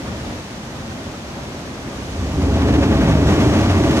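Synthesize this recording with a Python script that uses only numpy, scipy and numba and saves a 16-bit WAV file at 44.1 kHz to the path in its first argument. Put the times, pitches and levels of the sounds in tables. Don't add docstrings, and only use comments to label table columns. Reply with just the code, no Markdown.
import sys
import numpy as np
from scipy import signal
from scipy.fft import rfft, irfft
from scipy.io import wavfile
from scipy.ndimage import uniform_filter1d
from numba import njit

SR = 44100
rng = np.random.default_rng(int(sys.argv[2]) if len(sys.argv) > 2 else 0)


def store_wav(level_fs):
    pcm = np.round(np.clip(np.atleast_2d(level_fs), -1, 1) * 32767)
    wavfile.write(sys.argv[1], SR, pcm.T.astype(np.int16))


N = 176400

# pitch_hz, level_db
BUFFET_SPECTRUM = [(20, -24), (45, -1), (70, -1), (110, -12), (200, -13), (600, -47)]
# pitch_hz, level_db
SURF_SPECTRUM = [(20, -32), (40, -7), (65, -1), (100, 0), (155, -3.5), (205, -1.2), (270, -4), (340, -4),
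                 (440, -11), (600, -8.5), (1000, -14.5), (2000, -22.5), (6000, -46)]
# time_s, level_db
SURF_STRENGTH = [(0, -30.3), (.28, -30), (.5, -32.5), (.82, -31), (1.0, -30.5), (1.12, -30.3), (1.24, -32),
                 (1.38, -30), (1.6, -32), (2.0, -30), (4.0, -34)]
# pitch_hz, level_db
TRICKLE_SPECTRUM = [(300, -6), (900, 1), (1900, 1.5), (2900, -2.2), (4500, -3.5), (7000, -8.5),
                    (10000, -13.5), (12500, -20), (14500, -20)]
# time_s, level_db
TRICKLE_STRENGTH = [(0, -38), (.28, -37.5), (.6, -39), (1.05, -39.5), (1.6, -39), (2.0, -39), (4.0, -40)]
# time_s, level_db, pitch_hz
CAVE_BOOM = [(0, -38, 70.6), (.27, -33, 72.4), (.48, -51, 69), (1.9, -39.5, 66), (2.12, -31.5, 68),
             (2.2, -21.5, 72), (2.32, -24.5, 73), (2.43, -17, 73.5), (2.7, -17, 76), (3.0, -18, 76),
             (3.1, -20, 75.5), (3.22, -14.5, 80), (3.38, -22.5, 77.4), (3.6, -19.5, 83.5),
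             (3.73, -14.5, 94), (3.83, -20, 83), (4.0, -21.5, 77.6)]
# time_s, level_db
JET_STRENGTH = [(2.05, -36.5), (2.19, -31.5), (2.33, -23), (2.5, -23), (2.68, -18), (2.85, -18.5),
                (3.02, -14.5), (3.19, -15.5), (3.3, -15.5), (3.48, -14), (3.7, -20.5), (3.88, -15.5),
                (4.0, -19.5)]
# pitch_hz, level_db
RUMBLE_SPECTRUM = [(20, -30), (40, -17), (70, -5.5), (125, 2), (165, -0.1), (230, -1.5), (300, -3.5),
                   (350, -15.5), (480, -13), (800, -20.5), (1600, -45)]
# pitch_hz, width_hz, level_db, left_port_lag_ms, relative_rise_per_s
CLEFT_RESONANCES = [(215.4, 37, -3.5, 0.18, 0.029), (291.2, 36.4, 1, 0.17, 0.089),
                    (393.5, 49, -5, 0.27, -0.019)]
# time_s, level_db
CLEFT_STRENGTH = [(2.05, -40.5), (2.2, -32.5), (2.35, -29), (2.42, -21.5), (2.55, -21), (2.74, -17),
                  (3.1, -19), (3.21, -19), (3.36, -17.5), (3.6, -19), (3.72, -23.5), (3.83, -17.5),
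                  (4.0, -20.5)]
# pitch_hz, width_hz, level_db, left_port_lag_ms, relative_rise_per_s
MOUTH_RESONANCES = [(553, 37, 0.5, .07, 0), (664, 56, 1, 0.035, 0.0018), (777, 50, -8, 0.12, 0.0037),
                    (864, 89, -5, 0.068, 0.01), (1159, 52, -10.5, 0.069, 0)]
# pitch_hz, level_db
RUSH_SPECTRUM = [(200, -1.5), (420, -5), (700, -4.5), (1000, -0.5), (1400, -5), (1900, -6.5), (3000, -13.5),
                 (5000, -21), (10000, -33)]
# time_s, level_db
RUSH_STRENGTH = [(2.0, -45), (2.25, -38), (2.47, -33.5), (2.6, -30), (2.9, -29), (3.08, -27.5), (3.2, -28),
                 (3.33, -27), (3.52, -26.5), (3.78, -27.5), (4.0, -25.5)]
# pitch_hz, level_db
SPRAY_SPECTRUM = [(1000, 0.5), (2200, -1.5), (3500, -1.5), (5000, -2.5), (7000, -1.7), (9500, -5),
                  (12500, -10), (14500, -18)]
# time_s, level_db
SPRAY_STRENGTH = [(1.8, -45), (2.2, -41), (2.5, -39.5), (2.72, -39.7), (3.0, -39.5), (3.24, -37.5),
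                  (3.29, -35.5), (3.55, -35.5), (3.8, -36.5), (4.0, -32)]
# peak_s, extra_mouth_db, extra_rush_db, extra_spray_db
WATER_SLUGS = [(2.43, 3.5, 1, 1.5), (2.57, 8, 3, 2.3), (2.62, 0, 3.5, 1.3), (2.685, 2, 4.5, 2.8),
               (2.75, 2.5, 4.5, 4), (2.835, 6, 5.5, 3.3), (2.93, 4.5, 4.5, 2), (2.975, 0, 2.3, 2),
               (3.035, 5.5, 2, 3.2), (3.10, 6, 3.7, 4.2), (3.297, 5, 5, 4.2), (3.345, 1, 2, 2.3),
               (3.425, 3.5, 3.7, 3.6), (3.48, 2, 1.8, 1.5), (3.55, 1.5, 3.8, 2), (3.605, 2.5, 2.3, 3.7),
               (3.655, 0, 3, 1.4), (3.71, 1.5, 3.2, 3.6), (3.79, 1, 1.7, 3.3), (3.86, 4, 0, 2.6),
               (3.91, -1, 3.3, 1.6), (3.975, 2, 2.5, 2)]
# pitch_hz, level_db
DIRECT_COLOUR = [(1500, 0.5), (3200, 3.5), (6500, -1.5), (10000, -15)]
# pitch_hz, level_db
SHARED_BASS = [(200, 0)]
# pitch_hz, level_db
RIGHT_PORT_COLOUR = [(500, 0.37), (800, -2), (1200, -1), (2000, -1.4), (3000, 0.5), (4200, 0), (5200, 1),
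                     (6050, 3.5), (6900, 0), (8000, -3.5), (9000, -8.5), (10000, -19), (11500, -14),
                     (14000, -11)]

BREEZE_DB, BLAST_DB = -62, -19.5
TRICKLE_ECHO_DB, RUMBLE_ECHO_DB, RUSH_ECHO_DB, SPRAY_ECHO_DB = 8.5, -4.5, -6, 2.5
BUBBLES_PER_S, BUBBLE_LOW_HZ, BUBBLE_HIGH_HZ = 900, 915, 6580
BUBBLE_CYCLES, BUBBLE_RISE, BUBBLE_DB = 17, 0.16, -8.5
BOOM_WIDTH_HZ = 38
CLEFT_TUNED_S = 3.3
RUMBLE_DB, MOUTH_DB = -2, -0.5
SLUG_WIDTH_S = .021
SPUTTER_PER_S, RUSH_SPUTTER_DB, SPRAY_SPUTTER_DB = 100, 1.35, 0.5
DROPS_PER_S, DROP_LOW_HZ, DROP_HIGH_HZ, DROP_CYCLES, DROP_DB = 1500, 2090, 12300, 2.7, -7
JET_LAG_MS, SPRAY_PAN_DB = 0.13, -4
ROCK_ECHO_S, ROCK_DB = 0.00266, -19.5
PORT_GAP_M, SOUND_M_S = 0.12, 343
LOW_CUT_HZ, TOP_HZ = 48, 14300
FADE_S = .004


def undb(db):
    return 10 ** (np.asarray(db) / 20)


def unit(x):
    return x / np.sqrt(np.mean(x ** 2))


def seconds():
    return np.arange(N) / SR


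def curve(table, axis=1):
    rows = np.array(table, float)
    return np.interp(seconds(), rows[:, 0], rows[:, axis])


def bins():
    return np.arange(N // 2 + 1) * SR / N


def colour(x, points):
    hz, db = np.array(points, float).T
    gain = undb(np.interp(np.log(bins() + 1), np.log(hz), db))
    return irfft(rfft(x) * gain, N)


def walk(rate):
    smoothing = 1 + (2 * bins() / rate) ** 2
    return unit(irfft(rfft(rng.standard_normal(N)) / smoothing, N))


@njit
def moving_bandpass(x, hz, width):
    out, band, low = np.empty(len(x)), 0., 0.
    for i in range(len(x)):
        tuning, damping = np.tan(np.pi * hz[i] / SR), width / hz[i]
        middle = (band + tuning * (x[i] - low)) / (1 + tuning * (tuning + damping))
        band = 2 * middle - band
        low = low + 2 * tuning * middle
        out[i] = damping * middle
    return out


def driven(x, hold_s):
    power = uniform_filter1d(x ** 2, int(hold_s * SR) + 1)
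    return x / np.sqrt(power + 1e-18)


def diffuse():
    alike = np.sinc(2 * bins() * PORT_GAP_M / SOUND_M_S)
    shares = np.sqrt([1 + alike, 1 - alike])
    mid, side = irfft(rfft(rng.standard_normal((2, N))) * shares, N)
    return unit(np.array([mid + side, mid - side]))


def from_right(x, lag_ms):
    delay = np.exp(-2j * np.pi * bins() * lag_ms * 1e-3)
    return np.array([irfft(rfft(x) * delay, N), x])


def cliff_noise(spectrum, echo_db):
    source = rng.standard_normal(N)
    mirrored = undb(ROCK_DB) * np.roll(source, int(ROCK_ECHO_S * SR))
    direct = from_right(colour(source + mirrored, DIRECT_COLOUR), JET_LAG_MS)
    return unit(colour(direct + undb(echo_db) * diffuse(), spectrum))


def resonances(table):
    ring = 0
    for hz, width, db, lag_ms, rise in table:
        glide = np.exp(rise * (seconds() - CLEFT_TUNED_S))
        centre = hz * glide * (1 + 0.019 * walk(7))
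        once = moving_bandpass(rng.standard_normal(N), centre, float(width))
        twice = moving_bandpass(once, centre, 2. * width)
        ring = ring + undb(db) * from_right(driven(twice, hold_s=0.15), lag_ms)
    return unit(ring)


def grains(rate, low_hz, high_hz, cycles, rise, spread_db):
    out = np.zeros((2, N))
    for when, pitch, size, where in rng.random((int(rate * N / SR), 4)):
        hz, start = low_hz * (high_hz / low_hz) ** pitch, int(when * N)
        lag = np.array([[1], [-1]]) * (where - .5) * PORT_GAP_M / SOUND_M_S
        length = min(int(2 * cycles / hz * SR) + 20, N - start)
        age = np.maximum(np.arange(length) / SR - lag - abs(lag), 0) * hz / cycles
        ring = np.exp(-np.pi * age) * np.sin(2 * np.pi * cycles * age * (1 + rise * age / 2))
        out[:, start:start + length] += ring * undb(-spread_db * np.log(1 - size))
    return unit(out)


def buffet():
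    air = unit(colour(rng.standard_normal((2, N)), BUFFET_SPECTRUM))
    return air * (undb(BREEZE_DB) + undb(curve(JET_STRENGTH) + BLAST_DB))


def surf():
    waves = unit(colour(diffuse(), SURF_SPECTRUM))
    return waves * undb(curve(SURF_STRENGTH) + 1.1 * walk(13))


def trickle():
    bubbles = grains(BUBBLES_PER_S, BUBBLE_LOW_HZ, BUBBLE_HIGH_HZ, BUBBLE_CYCLES, BUBBLE_RISE, spread_db=2.5)
    bubbles = unit(colour(bubbles, TRICKLE_SPECTRUM))
    wash = cliff_noise(TRICKLE_SPECTRUM, TRICKLE_ECHO_DB) * undb(0.36 * walk(25))
    return (wash + undb(BUBBLE_DB) * bubbles) * undb(curve(TRICKLE_STRENGTH))


def cave():
    hz, width = curve(CAVE_BOOM, axis=2), float(BOOM_WIDTH_HZ)
    once = moving_bandpass(rng.standard_normal(N), hz, width)
    air = moving_bandpass(once, hz, width)
    return from_right(driven(air, hold_s=0.043), JET_LAG_MS) * undb(curve(CAVE_BOOM))


def cleft():
    rumble = cliff_noise(RUMBLE_SPECTRUM, RUMBLE_ECHO_DB) * undb(curve(JET_STRENGTH) + RUMBLE_DB)
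    ring = resonances(CLEFT_RESONANCES) * undb(curve(CLEFT_STRENGTH))
    return rumble + ring


def spout():
    when, mouth_db, rush_db, spray_db = np.array(WATER_SLUGS).T
    slugs = np.exp(-((seconds()[:, None] - when) / SLUG_WIDTH_S) ** 2)
    sputter = walk(SPUTTER_PER_S)

    mouth_level = curve(RUSH_STRENGTH) + MOUTH_DB + slugs @ mouth_db
    mouth = resonances(MOUTH_RESONANCES) * undb(mouth_level)

    rush_level = curve(RUSH_STRENGTH) + slugs @ rush_db + RUSH_SPUTTER_DB * sputter
    rush = cliff_noise(RUSH_SPECTRUM, RUSH_ECHO_DB) * undb(rush_level)

    mist = cliff_noise(SPRAY_SPECTRUM, SPRAY_ECHO_DB)
    drops = grains(DROPS_PER_S, DROP_LOW_HZ, DROP_HIGH_HZ, DROP_CYCLES, rise=0, spread_db=1.5)
    drops = unit(colour(drops, SPRAY_SPECTRUM))
    spray_level = curve(SPRAY_STRENGTH) + slugs @ spray_db + SPRAY_SPUTTER_DB * sputter
    spray = (mist + undb(DROP_DB) * drops) * undb(spray_level)
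    pan = undb(np.array([[1], [-1]]) * SPRAY_PAN_DB / 2)
    return mouth + rush + spray * pan


def scene():
    return buffet() + surf() + trickle() + cave() + cleft() + spout()


def record(dry):
    heard = np.array([dry[0], colour(dry[1], SHARED_BASS + RIGHT_PORT_COLOUR)])
    low_cut = signal.butter(N=2, Wn=LOW_CUT_HZ, btype="high", fs=SR, output="sos")
    heard = signal.sosfilt(low_cut, heard)
    heard = heard * np.minimum(seconds()[::-1] / FADE_S, 1)
    top_cut = signal.ellip(16, .1, 100, TOP_HZ, fs=SR, output="sos")
    return signal.sosfilt(top_cut, heard)


dry = scene()
out = record(dry)
store_wav(out)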